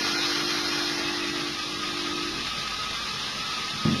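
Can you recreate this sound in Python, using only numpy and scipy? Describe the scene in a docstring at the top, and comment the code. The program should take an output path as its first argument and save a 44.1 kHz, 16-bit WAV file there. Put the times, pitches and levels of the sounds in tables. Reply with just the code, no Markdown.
"""A hard-floored hall, one microphone near a tracked cleaning robot on a glass panel.
First the robot turns: two roller brushes hiss through their housings and squeak as they are dragged
sideways, over the hum of the track drive. The turn ends in a rasp; the robot straightens up, the hiss
settles to a steady sweep, the drive comes to rest and a gear whine wavers as the load eases.
Near the end comes a dull, booming thump. The recorder's noise suppressor makes the hiss swirl."""
import sys
import numpy as np
from scipy import signal
from scipy.fft import rfft, irfft
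from scipy.io import wavfile
from scipy.ndimage import uniform_filter1d, minimum_filter1d

SR = 44100
rng = np.random.default_rng(int(sys.argv[2]) if len(sys.argv) > 2 else 0)


def transcribe(signal):
    """Save signal, clipped to [-1, 1], as a 16-bit WAV file at the path in sys.argv[1]."""
    frames = np.atleast_2d(signal).T
    limited = np.clip(frames, -1, 1)
    pcm = np.round(limited * 32767).astype(np.int16)
    wavfile.write(sys.argv[1], SR, pcm)


N = 176400
TIME = np.arange(N) / SR
FREQS = np.maximum(np.arange(N // 2 + 1) * SR / N, 1)

# bristles scrubbing in the turn: time_s, level_db
SCRUB_LEVELS = [(0, -27.5), (.2, -28), (.5, -27.5), (.85, -29.5), (1.2, -35), (1.45, -41), (1.7, -50),
                (4, -52)]
# colour of the scrub: frequency_hz, relative_db
SCRUB_SPECTRUM = [(100, -36), (250, -13), (430, 0.5), (590, -7), (760, 1), (980, -2.5), (1200, 2.5),
                  (1800, 1), (2900, -2.5), (4000, 0), (4550, 0.5), (5400, 2), (6100, -4.5), (6800, -11.5),
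                  (7300, -31), (8600, -21), (10500, -17), (12000, -20.5), (13600, -32)]
# panel and housing resonances (+) and dips (-) in the scrub: centre_hz, width_hz, gain_db
SCRUB_RESONANCES = [(1160, 54, 1.5), (1435, 70, 3.5), (1540, 53, -2), (1670, 79, 3), (2090, 90, 4.5),
                    (2260, 120, -4), (2428, 92, 7.5), (2870, 37, 3), (3235, 79, 7.5), (3500, 60, -1),
                    (3630, 68, 4), (4120, 280, 7.5), (4450, 150, -1.5), (5100, 110, 4.5)]
# steady sweep of the rollers: time_s, level_db
SWEEP_LEVELS = [(0, -35.5), (.6, -38), (1.1, -33), (1.4, -31.5), (1.65, -32), (2.05, -31), (2.35, -31.5),
                (2.9, -31.5), (3.3, -31.5), (3.7, -31), (4, -31.5)]
# colour of the sweep: frequency_hz, relative_db
SWEEP_SPECTRUM = [(100, -8), (400, -9.5), (600, -6), (800, -7), (980, -6.5), (1200, -3), (1450, 0),
                  (1900, -1), (3000, 1.5), (3900, 3), (4550, -0.5), (5200, -0.5), (6000, -6), (6800, -12.5),
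                  (7300, -17.5), (8600, -20), (10500, -19.5), (12000, -25), (13600, -35)]
# panel and housing resonances and dips in the sweep: centre_hz, width_hz, gain_db
SWEEP_RESONANCES = [(843, 136, 5.5), (943, 89, -3), (1015, 18, 9), (1168, 111, 8), (1281, 120, 5),
                    (1506, 55, -6), (1593, 40, 3), (2117, 38.2, 4), (2200, 106, -4.5), (2558, 106, 4.5),
                    (3100, 110, -3), (3596, 47, 5), (5090, 220, 2.5)]
# rasp of the rollers as the turn ends: time_s, level_db
RASP_LEVELS = [(.6, -61), (.85, -44.5), (1.05, -39.5), (1.35, -41), (1.5, -46), (1.65, -65)]
# colour of the rasp: frequency_hz, relative_db
RASP_SPECTRUM = [(500, -38), (660, 6.5), (760, -17), (850, 6.5), (960, -25), (1300, -9), (1520, -24),
                 (1750, -4), (1960, 8.5), (2080, 0), (2220, -7), (2400, -33), (2560, 2), (2700, 0),
                 (3000, -27), (6000, -41)]
# brief bristle scrapes: centre_s, half_length_s, level_db
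SCRAPE_SWELLS = [(0.228, 0.034, -31.5), (.85, .03, -42)]
# colour of the scrapes: frequency_hz, relative_db
SCRAPE_SPECTRUM = [(1000, -30), (2800, -14), (3400, -3), (3900, 6), (4300, -19), (4500, -20), (7000, -44)]
# roller squeaks: centre_s, half_length_s, pitch_hz, level_db
SQUEAKS = [(.17, .025, 4170, -32.5), (.295, .02, 4230, -33), (.46, .03, 4200, -33), (.525, .015, 4170, -33),
           (.675, .015, 4210, -31), (.85, .03, 4180, -35.5), (1.09, 0.018, 2560, -31.5),
           (1.225, 0.014, 2540, -30.5), (1.29, 0.01, 2590, -34), (1.39, .025, 2550, -37)]
# track drive: time_s, rotation_hz, level_db
DRIVE_MOTION = [(0, 49.03, -39.5), (.29, 49.87, -38), (.9, 49.83, -38), (1.48, 49.9, -37.5),
                (1.56, 50.2, -45.5), (1.62, 50.6, -45), (1.7, 50.6, -41), (1.83, 50.4, -42.5),
                (2.12, 49.8, -38), (2.26, 49.55, -39), (2.4, 49.3, -45.5), (2.62, 48.9, -62.5)]
# partials of the drive: multiple, relative_db
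DRIVE_PARTIALS = [(3, -15), (4, -22), (5, -14.5), (6, 0), (7, -5.5), (8, -27), (9, -17)]
# thin whistle of the motor controller: time_s, level_db
WHISTLE_LEVELS = [(0, -62.5), (.68, -63.5), (.77, -69), (1.07, -61), (1.2, -69), (1.28, -60.5),
                  (1.43, -59.5), (1.48, -75), (1.85, -71), (2.06, -63), (2.35, -76)]
# gear whine, higher in the turn: time_s, pitch_hz, level_db
WHINE_CURVE = [(0, 1418, -54), (.16, 1425, -36.5), (.55, 1426, -51.5), (.75, 1422, -41), (1.02, 1390, -48),
               (1.4, 1310, -70), (1.58, 1247, -51), (1.84, 1245, -44), (1.93, 1253, -45),
               (2.14, 1259, -39.5), (2.28, 1284, -43), (2.38, 1238, -51), (2.48, 1284, -46),
               (2.6, 1272, -45), (2.76, 1260, -50), (2.9, 1268, -44), (3.02, 1220, -48),
               (3.12, 1243, -42.5), (3.3, 1258, -56), (3.43, 1303, -40), (3.64, 1242, -41),
               (3.75, 1299, -43), (3.86, 1240, -36.5), (4, 1269, -40.5)]
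# brief surges of the whine: centre_s, half_length_s, level_db
WHINE_SURGES = [(1.59, 0.022, -38.5), (1.835, 0.02, -40), (2.668, .012, -39), (2.738, 0.02, -35.5),
                (2.81, 0.018, -35.5)]
# a soft nudge, then the blow: start_s, level_db
BLOWS = [(3.729, -37.5), (3.851, -18)]
# modes they set ringing, deepest first: pitch_hz, relative_db, t60_s
BLOW_MODES = [(88.6, -15, 0.86), (135.7, -8.5, 0.69), (159.2, -6, 0.51), (185, -13, 0.27),
              (198.5, -10, 0.54), (222, -5.5, 1), (267, -26, 0.18), (334.7, -7, 0.15), (380, -12, .1),
              (574, -25, 0.25)]
# colour of the contact tap: frequency_hz, relative_db
TAP_SPECTRUM = [(150, -12), (380, 0), (650, -9), (1100, -7), (2000, -24), (6000, -40)]
# diffuse boom in the hall: frequency_hz, relative_db
BOOM_SPECTRUM = [(40, -25), (90, -16), (150, 2.5), (250, -1), (400, -14), (700, -20.5), (1500, -34),
                 (4000, -59)]
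# rumble of chassis and hall: frequency_hz, relative_db
RUMBLE_SPECTRUM = [(20, -32), (38, -23), (56, -3.5), (80, -7), (115, -4), (150, -4), (230, -1.5), (300, -6),
                   (420, -4), (700, -21), (2000, -76)]
# resonances and a dip in the rumble: centre_hz, width_hz, gain_db
RUMBLE_RESONANCES = [(95, 27, 2.5), (145, 12, 9), (170, 13, 1), (185.5, 15, -1.5), (208, 17, 8),
                     (240, 13, 5)]
# reach of the recorder's noise suppressor: frequency_hz, share_of_full_depth
SUPPRESSOR_REACH = [(400, 0), (700, .25), (1200, .1), (1500, .6), (1900, .6), (2250, 1), (3400, 1),
                    (4500, .8), (5000, .2), (6500, .25), (8500, 0)]


def brushes(flutter_db=.56):
    """Countless bristle contacts merge into a hiss: scrub and scrapes, a rasp, then a steady sweep."""
    scrub = from_db(in_time(SCRUB_LEVELS)[0]) * noise(SCRUB_SPECTRUM, SCRUB_RESONANCES)
    sweep = from_db(in_time(SWEEP_LEVELS)[0]) * noise(SWEEP_SPECTRUM, SWEEP_RESONANCES)
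    rasp = from_db(in_time(RASP_LEVELS)[0]) * noise(RASP_SPECTRUM)
    scrapes = swells(SCRAPE_SWELLS) * noise(SCRAPE_SPECTRUM)
    return (scrub + sweep + rasp + scrapes) * from_db(flutter_db * drift(150 * 0 + 35))


def roller_squeaks(jitter=.011):
    """Rollers dragged sideways in the turn give short, unsteady friction squeaks."""
    out = np.zeros(N)
    for centre_s, half_length_s, hz, db in SQUEAKS:
        angle = running_phase(hz * (1 + jitter * drift(150)))
        out += swells([(centre_s, half_length_s, db)]) * np.sin(angle)
    return out


def track_drive(chassis_hz=347, chassis_width_hz=12, chassis_db=5.5, jitter=.002, shimmer_db=.5):
    """Two strong neighbouring partials beat into a purr, fullest on the chassis resonance."""
    rotation_hz, level_db = in_time(DRIVE_MOTION)
    scatter_rad = 1.5 * np.clip((TIME - 2.24) / .12, 0, 1)   # partials lose step as the tracks stop
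    angle = running_phase(rotation_hz * (1 + jitter * drift(9.1)))
    hum = np.zeros(N)
    for multiple, partial_db in DRIVE_PARTIALS:
        lift_db = resonance_db(multiple * rotation_hz, chassis_hz, chassis_width_hz, chassis_db)
        gain = from_db(partial_db + lift_db + shimmer_db * drift(7.6))
        hum += gain * np.sin(multiple * angle + scatter_rad * drift(27))
    return np.sqrt(2) * from_db(level_db) * hum


def gear_whine(jitter=.005, shimmer_db=1.8):
    """A rough gear tone wavers and surges with the load on the rollers."""
    pitch_hz, level_db = in_time(WHINE_CURVE)
    angle = running_phase(pitch_hz * (1 + jitter * drift(47)))
    envelope = from_db(level_db + shimmer_db * drift(32)) + swells(WHINE_SURGES)
    return np.sqrt(2) * envelope * np.sin(angle)


def thumps(contact_s=.0016, spread_s=.0061, thud_hz=200, tap_t60_s=.02, boom_t60_s=1):
    """Each blow taps and thuds, rings low modes, the deepest last, and leaves a boom in the hall."""
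    out = np.zeros(N)
    deepest_hz = BLOW_MODES[0][0]
    for start_s, db in BLOWS:
        for hz, mode_db, t60_s in BLOW_MODES:
            age = np.maximum(TIME - start_s - spread_s * deepest_hz / hz, 0)
            ring = from_db(db + mode_db - 60 * age / t60_s) * (1 - np.exp(-age / contact_s))
            out += ring * np.sin(2 * np.pi * (hz * age + rng.random()))
        age = np.maximum(TIME - start_s, 0)
        thud_pulse = np.exp(-((age - .0066) / .0042) ** 2)   # under two cycles long
        thud = from_db(db + 4) * thud_pulse * np.sin(2 * np.pi * thud_hz * age)
        tap = from_db(db - 10 - 60 * age / tap_t60_s) * (age > 0) * noise(TAP_SPECTRUM)
        boom_attack = np.minimum(age / .006, 1)
        boom = from_db(db - 6 - 60 * age / boom_t60_s) * boom_attack * noise(BOOM_SPECTRUM)
        out += thud + tap + boom
    return out


def rumble(level_db=-44.5, flutter_db=.6):
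    """Chassis and hall resonate in a bed of low noise."""
    return from_db(level_db + flutter_db * drift(5.9)) * noise(RUMBLE_SPECTRUM, RUMBLE_RESONANCES)


def idle_hum(pitch_hz=54.1, level_db=-51, start_s=2.18, end_s=3.14, fade_s=.092):
    """A deep hum for about a second as the drive comes to rest."""
    gate = np.clip(np.minimum(TIME - start_s, end_s - TIME) / fade_s, 0, 1)
    return np.sqrt(2) * from_db(level_db) * gate * np.sin(2 * np.pi * pitch_hz * TIME)


def controller_whistle(switching_hz=9998):
    """The motor controller whistles faintly at its switching rate."""
    return np.sqrt(2) * from_db(in_time(WHISTLE_LEVELS)[0]) * np.sin(2 * np.pi * switching_hz * TIME)


def reflections(hiss, count=8, gain_db=-11, band_hz=(1400, 5000), delay_s=(.004, .013), wander_s=.00015):
    """Short paths off panel, floor and chassis shift as the robot moves and comb the hiss."""
    band = signal.sosfilt(signal.butter(2, band_hz, "band", fs=SR, output="sos"), hiss)
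    paths = [np.interp(TIME - delay - wander_s * drift(1.5), TIME, band)
             for delay in rng.uniform(*delay_s, count)]
    return hiss + from_db(gain_db) * sum(paths) / np.sqrt(count)


def suppressor(x, threshold_db=-2.3, ratio=16, max_cut_db=32):
    """Narrow bands that fall below their surroundings are pushed further down, so the hiss swirls."""
    framing = dict(fs=SR, nperseg=1536, noverlap=1152)
    hz, _, cells = signal.stft(x, **framing)   # axis 0 is frequency, axis 1 is time
    power = uniform_filter1d(abs(cells) ** 2 + 1e-18, size=3, axis=0)
    local = uniform_filter1d(power, size=7, axis=1)
    surroundings = uniform_filter1d(uniform_filter1d(power, size=41, axis=1), size=7, axis=0)
    shortfall_db = threshold_db - 10 * np.log10(abs(local / surroundings) + 1e-9)
    reach = np.interp(hz, *np.transpose(SUPPRESSOR_REACH))[:, None]
    cut_db = np.clip(ratio * shortfall_db, 0, max_cut_db) * reach
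    gain = minimum_filter1d(from_db(-cut_db), size=3, axis=0)
    return signal.istft(cells * gain, **framing)[1][:N]


def noise(spectrum, resonances=()):
    """Unit-power noise with a broad colour and narrow resonances."""
    hz, db = np.transpose(spectrum)
    shape_db = np.interp(np.log(FREQS), np.log(hz), db)
    shape_db += sum(resonance_db(FREQS, *row) for row in resonances)
    return unit_power(irfft(rfft(rng.standard_normal(N)) * from_db(shape_db), N))


def resonance_db(hz, centre_hz, width_hz, gain_db):
    """Bell-shaped lift or dip around a centre frequency."""
    return gain_db / (1 + (2 * (hz - centre_hz) / width_hz) ** 2)


def drift(rate_hz):
    """Random wandering with spread 1, rolling off above the given rate."""
    spectrum = rfft(rng.standard_normal(N)) / (1 + (FREQS / rate_hz) ** 2)
    return unit_power(irfft(spectrum * (FREQS > 1), N))


def swells(rows):
    """Envelope of brief rounded swells."""
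    return sum(from_db(db) * np.exp(-((TIME - centre_s) / half_length_s) ** 2)
               for centre_s, half_length_s, db in rows)


def running_phase(hz):
    """Angle in radians at a changing rate, from a random start."""
    return 2 * np.pi * (np.cumsum(hz) / SR + rng.random())


def in_time(rows):
    """Each column of a control curve at every sample."""
    time_s, *columns = np.transpose(rows)
    return [np.interp(TIME, time_s, column) for column in columns]


def from_db(db):
    """Decibels to gain."""
    return 10 ** (np.asarray(db) / 20)


def unit_power(x):
    """Scale to a mean square of 1."""
    return x / np.sqrt(np.mean(x ** 2) + 1e-20)


def scene():
    """Robot and hall as they reach the one microphone."""
    foreground = reflections(brushes()) + roller_squeaks() + track_drive() + gear_whine()
    background = rumble() + idle_hum() + controller_whistle()
    return (foreground + thumps() + background)[None]


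def record(dry, notch_hz=7770, notch_width_hz=800, cutoff_hz=13750):
    """The recorder suppresses noise, has a narrow dead band in the treble and a steep top cut."""
    notch = 1 / (1 + (notch_width_hz / 2 / (abs(FREQS - notch_hz) + 1)) ** 16)
    top_cut = 1 / (1 + (FREQS / cutoff_hz) ** 250)
    return irfft(rfft(suppressor(dry[0])) * notch * top_cut, N)[None]


dry = scene()
out = record(dry)
transcribe(out)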